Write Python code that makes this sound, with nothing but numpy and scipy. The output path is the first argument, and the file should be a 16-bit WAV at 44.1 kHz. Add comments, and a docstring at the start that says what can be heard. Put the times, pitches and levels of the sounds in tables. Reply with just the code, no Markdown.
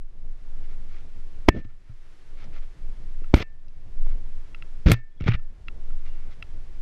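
"""Wind pumps slowly on the microphone of a helmet camera, in a closed case on a climber in a rock crack.
The case knocks and scrapes on the rock, exciting its resonances, the helmet and a ringing metal part.
Metal gear clicks as short bursts of modes on the rack, and cloth rustles as grainy filtered noise.
A gain control cuts the level at loud knocks, holds, and lets the ducked hiss creep back."""
import sys
import numpy as np
from scipy import signal
from scipy.fft import rfft, irfft, next_fast_len
from scipy.io import wavfile
from scipy.ndimage import uniform_filter1d, minimum_filter1d, map_coordinates

SR = 44100
rng = np.random.default_rng(int(sys.argv[2]) if len(sys.argv) > 2 else 0)


def bounce(signal):
    """Save signal as a 16-bit WAV file at the path given by the first command-line argument."""
    frames = np.transpose(np.atleast_2d(signal))
    limited = np.clip(frames, -1, 1)
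    pcm = np.round(limited * 32767).astype(np.int16)
    wavfile.write(sys.argv[1], SR, pcm)


def volts_from_db(level):
    """Convert decibel levels to linear amplitude ratios."""
    exponent = np.asarray(level, float) / 20
    return 10 ** exponent


N = 300321

# low resonances of the closed case: (frequency [Hz], bandwidth [Hz], relative level [dB])
CASE_MODES = [(46.2, 60, 1), (188.5, 140, -1.5), (340, 180, -5.5), (630, 90, -4.5), (970, 100, -21.5)]


def unit(x):
    """Normalisation: scales a signal to rms 1."""
    return x / np.sqrt(np.mean(x ** 2) + 1e-20)


def curve(rows):
    """Linear interpolation in dB: one level per sample from (time, level) rows, silent outside them."""
    times, levels = np.transpose(rows)
    return np.interp(np.arange(N) / SR, times, levels, left=-200, right=-200)


def wobble(rate):
    """Band-limited fluctuation: a smooth spline through random knots, rate of them a second."""
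    knots = rng.standard_normal(int(N * rate / SR) + 4)
    return map_coordinates(knots, [np.arange(N) * rate / SR])


def filtered(x, response):
    """Linear filtering: the spectrum of x times a complex response of frequency."""
    m = next_fast_len(N + SR // 2)
    return irfft(rfft(x, m) * response(np.fft.rfftfreq(m, 1 / SR)), m)[:N]


def noise(spectrum):
    """Spectral shaping: white noise coloured by (frequency [Hz], relative density [dB]) rows, at rms 1."""
    f, db = np.transpose(spectrum)

    def colour(hz):
        return volts_from_db(np.interp(np.log(hz + 1), np.log(f + 1), db, left=-120, right=-120))

    return unit(filtered(rng.standard_normal(N), colour))


def body(modes):
    """Modal superposition: causal second-order resonances summed with alternating sign."""
    def response(f):
        return sum((-1) ** k * volts_from_db(db) * 1j * f * width / (centre ** 2 - f ** 2 + 1j * f * width)
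                   for k, (centre, width, db) in enumerate(modes))
    return response


def grit(spread_db, rate, top_hz):
    """Granular excitation: uneven noise grains through the shell; softer contact carries less treble."""
    # upper resonances of the shell: (frequency [Hz], bandwidth [Hz], relative level [dB])
    shell_modes = [(590, 440, -6.5), (1336, 190, 0), (2190, 360, 0), (2890, 200, -1.5), (3230, 660, -5.5),
                   (5670, 2300, -12), (6950, 500, -13)]
    grains = rng.standard_normal(N) * volts_from_db(spread_db * wobble(rate))
    resonate = body(shell_modes)
    return unit(filtered(grains, lambda f: resonate(f) / (1 + 1j * f / top_hz) ** 3))


def add(track, s, sound):
    """Superposition: mixes a sound into a track at time s."""
    track[round(s * SR):][:len(sound)] += sound


def ring(modes, t):
    """Free vibration: modes decay exponentially, each at a random strength and phase."""
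    return sum(volts_from_db(db + rng.normal(0, 1.7) - 60 * t / t60) * np.sin(2 * np.pi * (hz * t + rng.random()))
               for hz, db, t60 in modes)


def contacts():
    """Impact: all blows as (time, force dB, contact ms, direction, crack dB, boom gain)."""
    # knocks of the case on rock: (time [s], relative force [dB], contact [ms],
    # direction [in -1, out 1], relative crack level [dB])
    case_knocks = [(1.4818, -22, 1.8, -1, -24), (1.4832, -15, 3.5, 1, -19), (1.4863, 4, .95, -1, 2),
                   (1.4869, -2.5, 3.2, 1, -14), (1.4895, 0, .7, -1, -16), (1.5452, -21, 2.6, -1, -36),
                   (1.549, -17, 2.5, 1, -40), (1.5635, -20, 2.5, -1, -36), (1.574, -21, 2.5, 1, -38),
                   (1.591, -23, 2.5, 1, -42), (3.219, -37.5, 2.5, -1, -64.5), (3.334, -34, 1.1, -1, -40),
                   (3.3396, 0, 1.3, -1, -12), (3.3406, 2, 3.4, 1, -6), (3.342, -3, 6, 1, -27.5),
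                   (3.35, -4, 7, -1, -30), (3.369, -14, 2.5, 1, -25), (3.376, -14, 2.2, -1, -25),
                   (3.403, -14, 2, 1, -25), (3.4065, -14, 2, -1, -25), (3.4245, -24, 1.4, -1, -12),
                   (4.0685, -35, 1.06, -1, -55), (4.8685, -1, 7, 1, -15), (4.8765, -9, 3.5, -1, -12),
                   (4.881, -9, 3.5, 1, -25), (4.8988, -2, 4.5, 1, -20), (4.906, -7, 4, 1, -12),
                   (5.275, -13, 4.5, 1, -30), (5.2395, -25, 2.5, -1, -20), (5.248, -37, 2, -1, -26)]
    # bumps that also catch the helmet, all inward: (time [s], relative force [dB], contact [ms],
    # relative crack level [dB], relative helmet boom [dB])
    helmet_bumps = [(1.65, -20.5, 4.7, -46, -26.5), (1.895, -31.5, 6.5, -50, -29.5),
                    (4.8593, -6.5, 6.4, -38, -35), (4.8842, -4, 2.6, -4, -8), (4.8898, -4, 2.8, -12, -8),
                    (4.8968, -2, 2.6, -6, -6), (4.9034, -1, 2.6, -3, -3), (4.9163, -4.5, 0.53, 13, 3),
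                    (5.2076, -19, 2.13, -21.5, -12), (5.22, -14, 11, -28.5, -26),
                    (5.263, -6, 5.7, -28, -25), (5.2724, -15.5, 1.7, -19.5, -27),
                    (5.2795, -16, 3.4, 2, -34), (5.2859, -11.5, 1.4, -7, 1), (5.345, -8, 7, -22, -30)]
    return ([(s, db, ms, way, crack_db, 0) for s, db, ms, way, crack_db in case_knocks]
            + [(s, db, ms, -1, crack_db, volts_from_db(boom_db)) for s, db, ms, crack_db, boom_db in helmet_bumps])


def knocks():
    """Impulsive excitation: a short push shakes the case, booms in the helmet, cracks through the shell."""
    # helmet resonances: (frequency [Hz], relative level [dB], t60 [s])
    helmet_modes = [(117.3, -1, 0.15), (147, -4.5, 0.065)]
    push, crack, thud, booms = np.zeros((4, N))
    t = np.arange(SR // 2) / SR
    early = t[:SR // 20]
    burst = volts_from_db(-60 * early / 0.013) * (1 - np.exp(-early / 0.0026))  # t60 13 ms, rise 2.6 ms
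    boom = sum(volts_from_db(db - 60 * t / t60) * np.sin(2 * np.pi * hz * t) for hz, db, t60 in helmet_modes)
    boom = (1 - np.exp(-t / 0.002)) * boom  # the helmet springs back against the push
    for s, db, ms, way, crack_db, boom_gain in contacts():
        force = np.sin(np.pi * np.minimum(t[:SR // 50] * 1000 / ms, 1)) ** 2
        add(push, s, way * volts_from_db(db) * force)
        dulled = boom_gain and ms > 3  # the helmet dulls cracks of long contact
        add(thud if dulled else crack, s, volts_from_db(crack_db) * burst)
        add(booms, s, boom_gain * boom)
    direct = filtered(push, lambda f: 1j * f / (25 + 1j * f))  # the push itself reaches the microphone
    shaken = filtered(push, body(CASE_MODES))
    bright = crack * grit(spread_db=1.0, rate=300, top_hz=7300)
    dull = thud * grit(spread_db=-0.5, rate=590, top_hz=2760)
    return 1.286 * direct + 0.48 * shaken + bright + dull + booms


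def metal():
    """Modal ringing: one metal part on the case, set off by blows and drags, vibrates freely."""
    # modes of the part: (frequency [Hz], relative level [dB], t60 [s])
    part_modes = [(1776, 0, .39), (1823, -8, .3), (2213, -14, .32), (2417, -21, .25), (2659, -7, .16)]
    # starts of ringing: (time [s], level of the first mode before random spread [dB],
    # brightness [dB per octave])
    ring_starts = [(1.489, -29.5, 1), (3.4, -38, 11), (4.918, -29, 13), (5.34, -49, 10)]
    out, t = np.zeros(N), np.arange(SR // 2) / SR
    lowest_hz = part_modes[0][0]
    for s, db, tilt_db in ring_starts:
        excited = [(hz, db + level + tilt_db * np.log2(hz / lowest_hz), t60) for hz, level, t60 in part_modes]
        add(out, s, ring(excited, t))
    return out


def scrapes():
    """Frictional excitation: grains hiss in the shell and slip; the uneven drag shakes the case."""
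    # case dragged over rock, one list a drag: (time [s], relative grit level [dB])
    drag_levels = [
        [(1.492, -33), (1.507, -55), (1.54, -52), (1.57, -42), (1.6, -51), (1.625, -66)],
        [(3.344, -32.5), (3.37, -26), (3.4, -29), (3.427, -24), (3.432, -42), (3.45, -85)],
        [(4.861, -31), (4.874, -25), (4.895, -33), (4.912, -20), (4.924, -22.5), (4.943, -22), (4.947, -36),
         (4.965, -46), (5.0, -53)],
        [(5.202, -39.5), (5.24, -53.5), (5.278, -24), (5.29, -24), (5.305, -34), (5.354, -28), (5.37, -62)],
    ]
    # each drag: (rumble over grit at the start [dB], its loss [dB per s], share of soft contact [0-1])
    drag_kinds = [(21, 4.5, 0.3), (10, 153, 0), (11, 29, 0), (7.5, 87, 1)]
    # sharp crystals cut along the case: (time [s], length [s], relative level [dB], loss [dB per s])
    crystal_cuts = [(1.486, 0.014, -34, 2001.5), (3.35, 0.085, -44.5, 255.5), (4.895, 0.017, -44, 48.5),
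                    (4.9165, 0.0044, -14.5, 901.5), (4.92, 0.018, -31.5, 146)]
    # sharp grains, straight through: (frequency [Hz], relative density [dB])
    crystal_colour = [(5000, -20.5), (8500, -5.5), (10500, -10.5), (13000, -4.5), (14300, -14),
                      (14900, -51)]
    # soft contact favours the middle of the shell: (frequency [Hz], bandwidth [Hz], relative level [dB])
    worn_modes = [(2240, 2200, 0)]
    shudder_db, shudder_t60 = -20, 0.05  # the case rattles on after a push: dB re force, s

    t = np.arange(N) / SR
    strokes = np.zeros((4, N))
    hard_stroke, edge_stroke, rumble_stroke, soft_stroke = strokes
    for rows, (over_db, loss_db, soft) in zip(drag_levels, drag_kinds):
        level_db = curve(rows)
        hard_stroke += np.sqrt(1 - soft) * volts_from_db(level_db)
        soft_stroke += np.sqrt(soft) * volts_from_db(level_db)
        elapsed = np.clip(t - rows[0][0], 0, 0.5)
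        rumble_stroke += volts_from_db(level_db + over_db - loss_db * elapsed)
    for s, length, db, loss_db in crystal_cuts:
        add(edge_stroke, s, volts_from_db(db - loss_db * t[:round(length * SR)]))
    for s, db, *_ in contacts():
        add(rumble_stroke, s, volts_from_db(db + shudder_db - 60 * t[:SR // 5] / shudder_t60))
    # contact builds in 3 ms
    hard_gain, edge_gain, rumble_gain, soft_gain = uniform_filter1d(strokes, SR // 300, axis=1)

    rumble = unit(filtered(noise([(20, 2.5), (300, -1.5), (800, -20), (2200, -29)]), body(CASE_MODES)))
    slips = unit(volts_from_db(2 * wobble(140)))
    hard = grit(spread_db=1.0, rate=630, top_hz=6000)
    worn = unit(filtered(grit(spread_db=4.0, rate=530, top_hz=4430), body(worn_modes)))
    hiss = slips * (hard_gain * hard + soft_gain * worn)
    return hiss + edge_gain * noise(crystal_colour) + rumble_gain * rumble


def gear():
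    """Damped modal impact: click modes peak in phase 2.2 ms in and die fast; hanging pieces ring on."""
    # gear clicks: (time [s], relative level [dB], brightness [dB per octave])
    gear_clicks = [(2.442, -53, 36.5), (3.243, -39, -11), (3.6826, -42.5, 26.5), (4.5466, -24, -1),
                   (4.6233, -25, 0), (5.221, -24.5, 6), (5.3946, -40.5, -14), (5.6833, -15.5, 1.5),
                   (5.9046, -52.5, -23), (6.4254, -19, 3)]
    # modes of the gear: (frequency [Hz], bandwidth [Hz], relative level [dB])
    gear_modes = [(1337, 51, -0.5), (2050, 1100, 5.5), (2690, 120, 8.5), (3320, 110, -8), (3930, 99, -12.5),
                  (4400, 170, -22), (5000, 300, -14.5), (5800, 170, -25)]
    # free-hanging pieces: (time [s], frequency [Hz], level before random spread [dB], t60 [s])
    chimes = [(5.12, 3360, -60, 0.1), (5.176, 3350, -55.5, 0.17), (6.066, 2800, -63, 0.6)]
    peak_s, settle_s = 0.0022, 0.008  # time of the peak; damping as the pieces come to rest
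    chatter_gain, chatter_t60 = 3, 0.035  # bare contact: factor, s

    out, t = np.zeros(N), np.arange(SR // 20) / SR
    late = t - peak_s
    swell = np.clip(t / peak_s, 0, 1) * np.exp(-(late / settle_s) ** 2)
    for s, db, tilt_db in gear_clicks:
        click = np.zeros(len(t))
        for hz, width, level in gear_modes:
            mode_db = level + tilt_db * np.log2(hz / 2670) + rng.normal(0, 1)
            decay = np.exp(-np.pi * width * np.maximum(late, 0))
            click += volts_from_db(mode_db) * np.cos(2 * np.pi * hz * late) * decay
        chatter = np.diff(rng.standard_normal(len(t) + 1)) * volts_from_db(-60 * t / chatter_t60)
        chatter = chatter_gain * uniform_filter1d(uniform_filter1d(chatter, size=8), size=6)
        add(out, s - 0.001, volts_from_db(db - 19.5) * swell * (click + chatter))
    for s, *mode in chimes:
        add(out, s, ring([mode], np.arange(SR // 2) / SR))
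    return out


def rustles():
    """Fibre friction: each rub of cloth or rope swells and fades; crisp fibre is brighter than soft."""
    # rubs: (time [s], length [s], level [dB], share of crisp fibre [0-1])
    rubs = [(0.62, 0.056, -64, .8), (0.676, 0.078, -62, .8), (0.884, 0.14, -59.5, 0.73),
            (1.643, 0.013, -51, .7), (1.68, 0.043, -61, .1), (1.851, 0.074, -66, 0.3),
            (2.367, 0.098, -55.5, .7), (2.524, 0.072, -54.5, 0.53), (2.613, 0.034, -59.5, 0.35),
            (4.05, 0.1, -58.5, 0.52), (4.425, 0.063, -68, 0.67), (6.045, 0.058, -57.5, .6),
            (6.11, 0.22, -64.5, .2), (6.305, 0.039, -57.5, 1)]
    crisp_gain, soft_gain = np.zeros((2, N))
    for s, length, db, crisp in rubs:
        rub = volts_from_db(db) * np.hanning(round(length * SR)) ** 0.25
        add(crisp_gain, s, np.sqrt(crisp) * rub)
        add(soft_gain, s, np.sqrt(1 - crisp) * rub)
    crisp_fibre = grit(spread_db=2.5, rate=910, top_hz=8000)
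    soft_fibre = grit(spread_db=2.5, rate=300, top_hz=3000)
    return crisp_gain * crisp_fibre + soft_gain * soft_fibre


def wind():
    """Turbulent pressure: slow pumping on the microphone with a faster gusty flutter above it."""
    # strength of the slow pumping: (time [s], level [dB])
    pump_levels = [(0.0, -16.5), (0.74, -27.5), (1.14, -29), (1.54, -24), (2.26, -34.5), (2.58, -25),
                   (3.05, -20.5), (3.4, -22), (3.64, -29), (3.88, -20.5), (4.0, -12), (4.25, -17),
                   (4.5, -30), (5.0, -24), (5.55, -22), (5.8, -17), (6.2, -29.5), (6.81, -18)]
    # faster flutter of the air on the case: (time [s], level [dB])
    flutter_levels = [(0, -43.5), (.5, -48), (.95, -47), (1.3, -50.5), (1.8, -52.5), (2.2, -59.5),
                      (2.45, -42), (2.65, -49.5), (3, -49), (3.7, -45.5), (3.95, -41.5), (4.15, -43),
                      (4.5, -49), (5.6, -45), (6.05, -48), (6.3, -45.5), (6.81, -49)]
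    # colours of the two: (frequency [Hz], relative density [dB])
    pump_colour = [(4, -27), (9, -12), (13, 17), (22, -9.5), (33, -14), (45, -33), (70, -73)]
    flutter_colour = [(25, -7.5), (38, 4), (60, -1), (110, -7.5), (220, -18), (600, -27), (1200, -37.5)]
    flutter = unit(noise(flutter_colour) * volts_from_db(2 * wobble(5) + 2.5 * wobble(23)))
    return volts_from_db(curve(pump_levels)) * noise(pump_colour) + volts_from_db(curve(flutter_levels)) * flutter


def scene():
    """Superposition: the sum of all sources, as one channel."""
    return (knocks() + metal() + scrapes() + gear() + rustles() + wind())[None]


def preamp_hiss():
    """Electronic noise: a steady coloured hiss with a slight wobble in level."""
    # colour of the hiss: (frequency [Hz], relative density [dB])
    hiss_colour = [(180, -28.5), (300, 0), (636, -9.5), (714, -9.5), (1840, -8.5), (4600, -17.5),
                   (5080, -17.5), (11100, -29.5), (12700, -38), (14900, -64)]
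    return volts_from_db(-62.5) * noise(hiss_colour) * volts_from_db(0.2 * wobble(26))


def gain_control(x):
    """Dynamic compression: a quick cut at loud sounds, a hold, then a steady climb back."""
    threshold_db, deepest_db, climb_db_per_s = -7.5, -13, 18
    hold_s, lag_s = 0.22, 0.015
    level_db = 20 * np.log10(np.abs(uniform_filter1d(np.abs(x), SR // 1000)) + 1e-9)
    hold = round(hold_s * SR) // 2 * 2
    need_db = np.clip(threshold_db - level_db, deepest_db, 0)
    need_db = minimum_filter1d(need_db, hold + 1, origin=hold // 2)
    need_db[0] = -10.0  # still recovering from an earlier knock
    climb = climb_db_per_s * np.arange(N) / SR
    gain_db = climb + np.minimum.accumulate(need_db - climb)
    lag = round(lag_s * SR) // 2 * 2
    gain_db = uniform_filter1d(gain_db, lag + 1, origin=lag // 2)  # the cut arrives a little late
    return x * volts_from_db(gain_db)


def low_pass(x):
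    """Removes everything above the highest recorded frequency."""
    return signal.sosfilt(signal.butter(12, 15090, fs=SR, output="sos"), x)


def record(dry):
    """Recording chain: preamp hiss, gain control, then saturation that rounds peaks near full scale."""
    x = gain_control(dry[0] + preamp_hiss())
    x = x / (1 + np.abs(x) ** 12) ** (1 / 12)
    return low_pass(x[None])


dry = scene()
out = record(dry)
bounce(out)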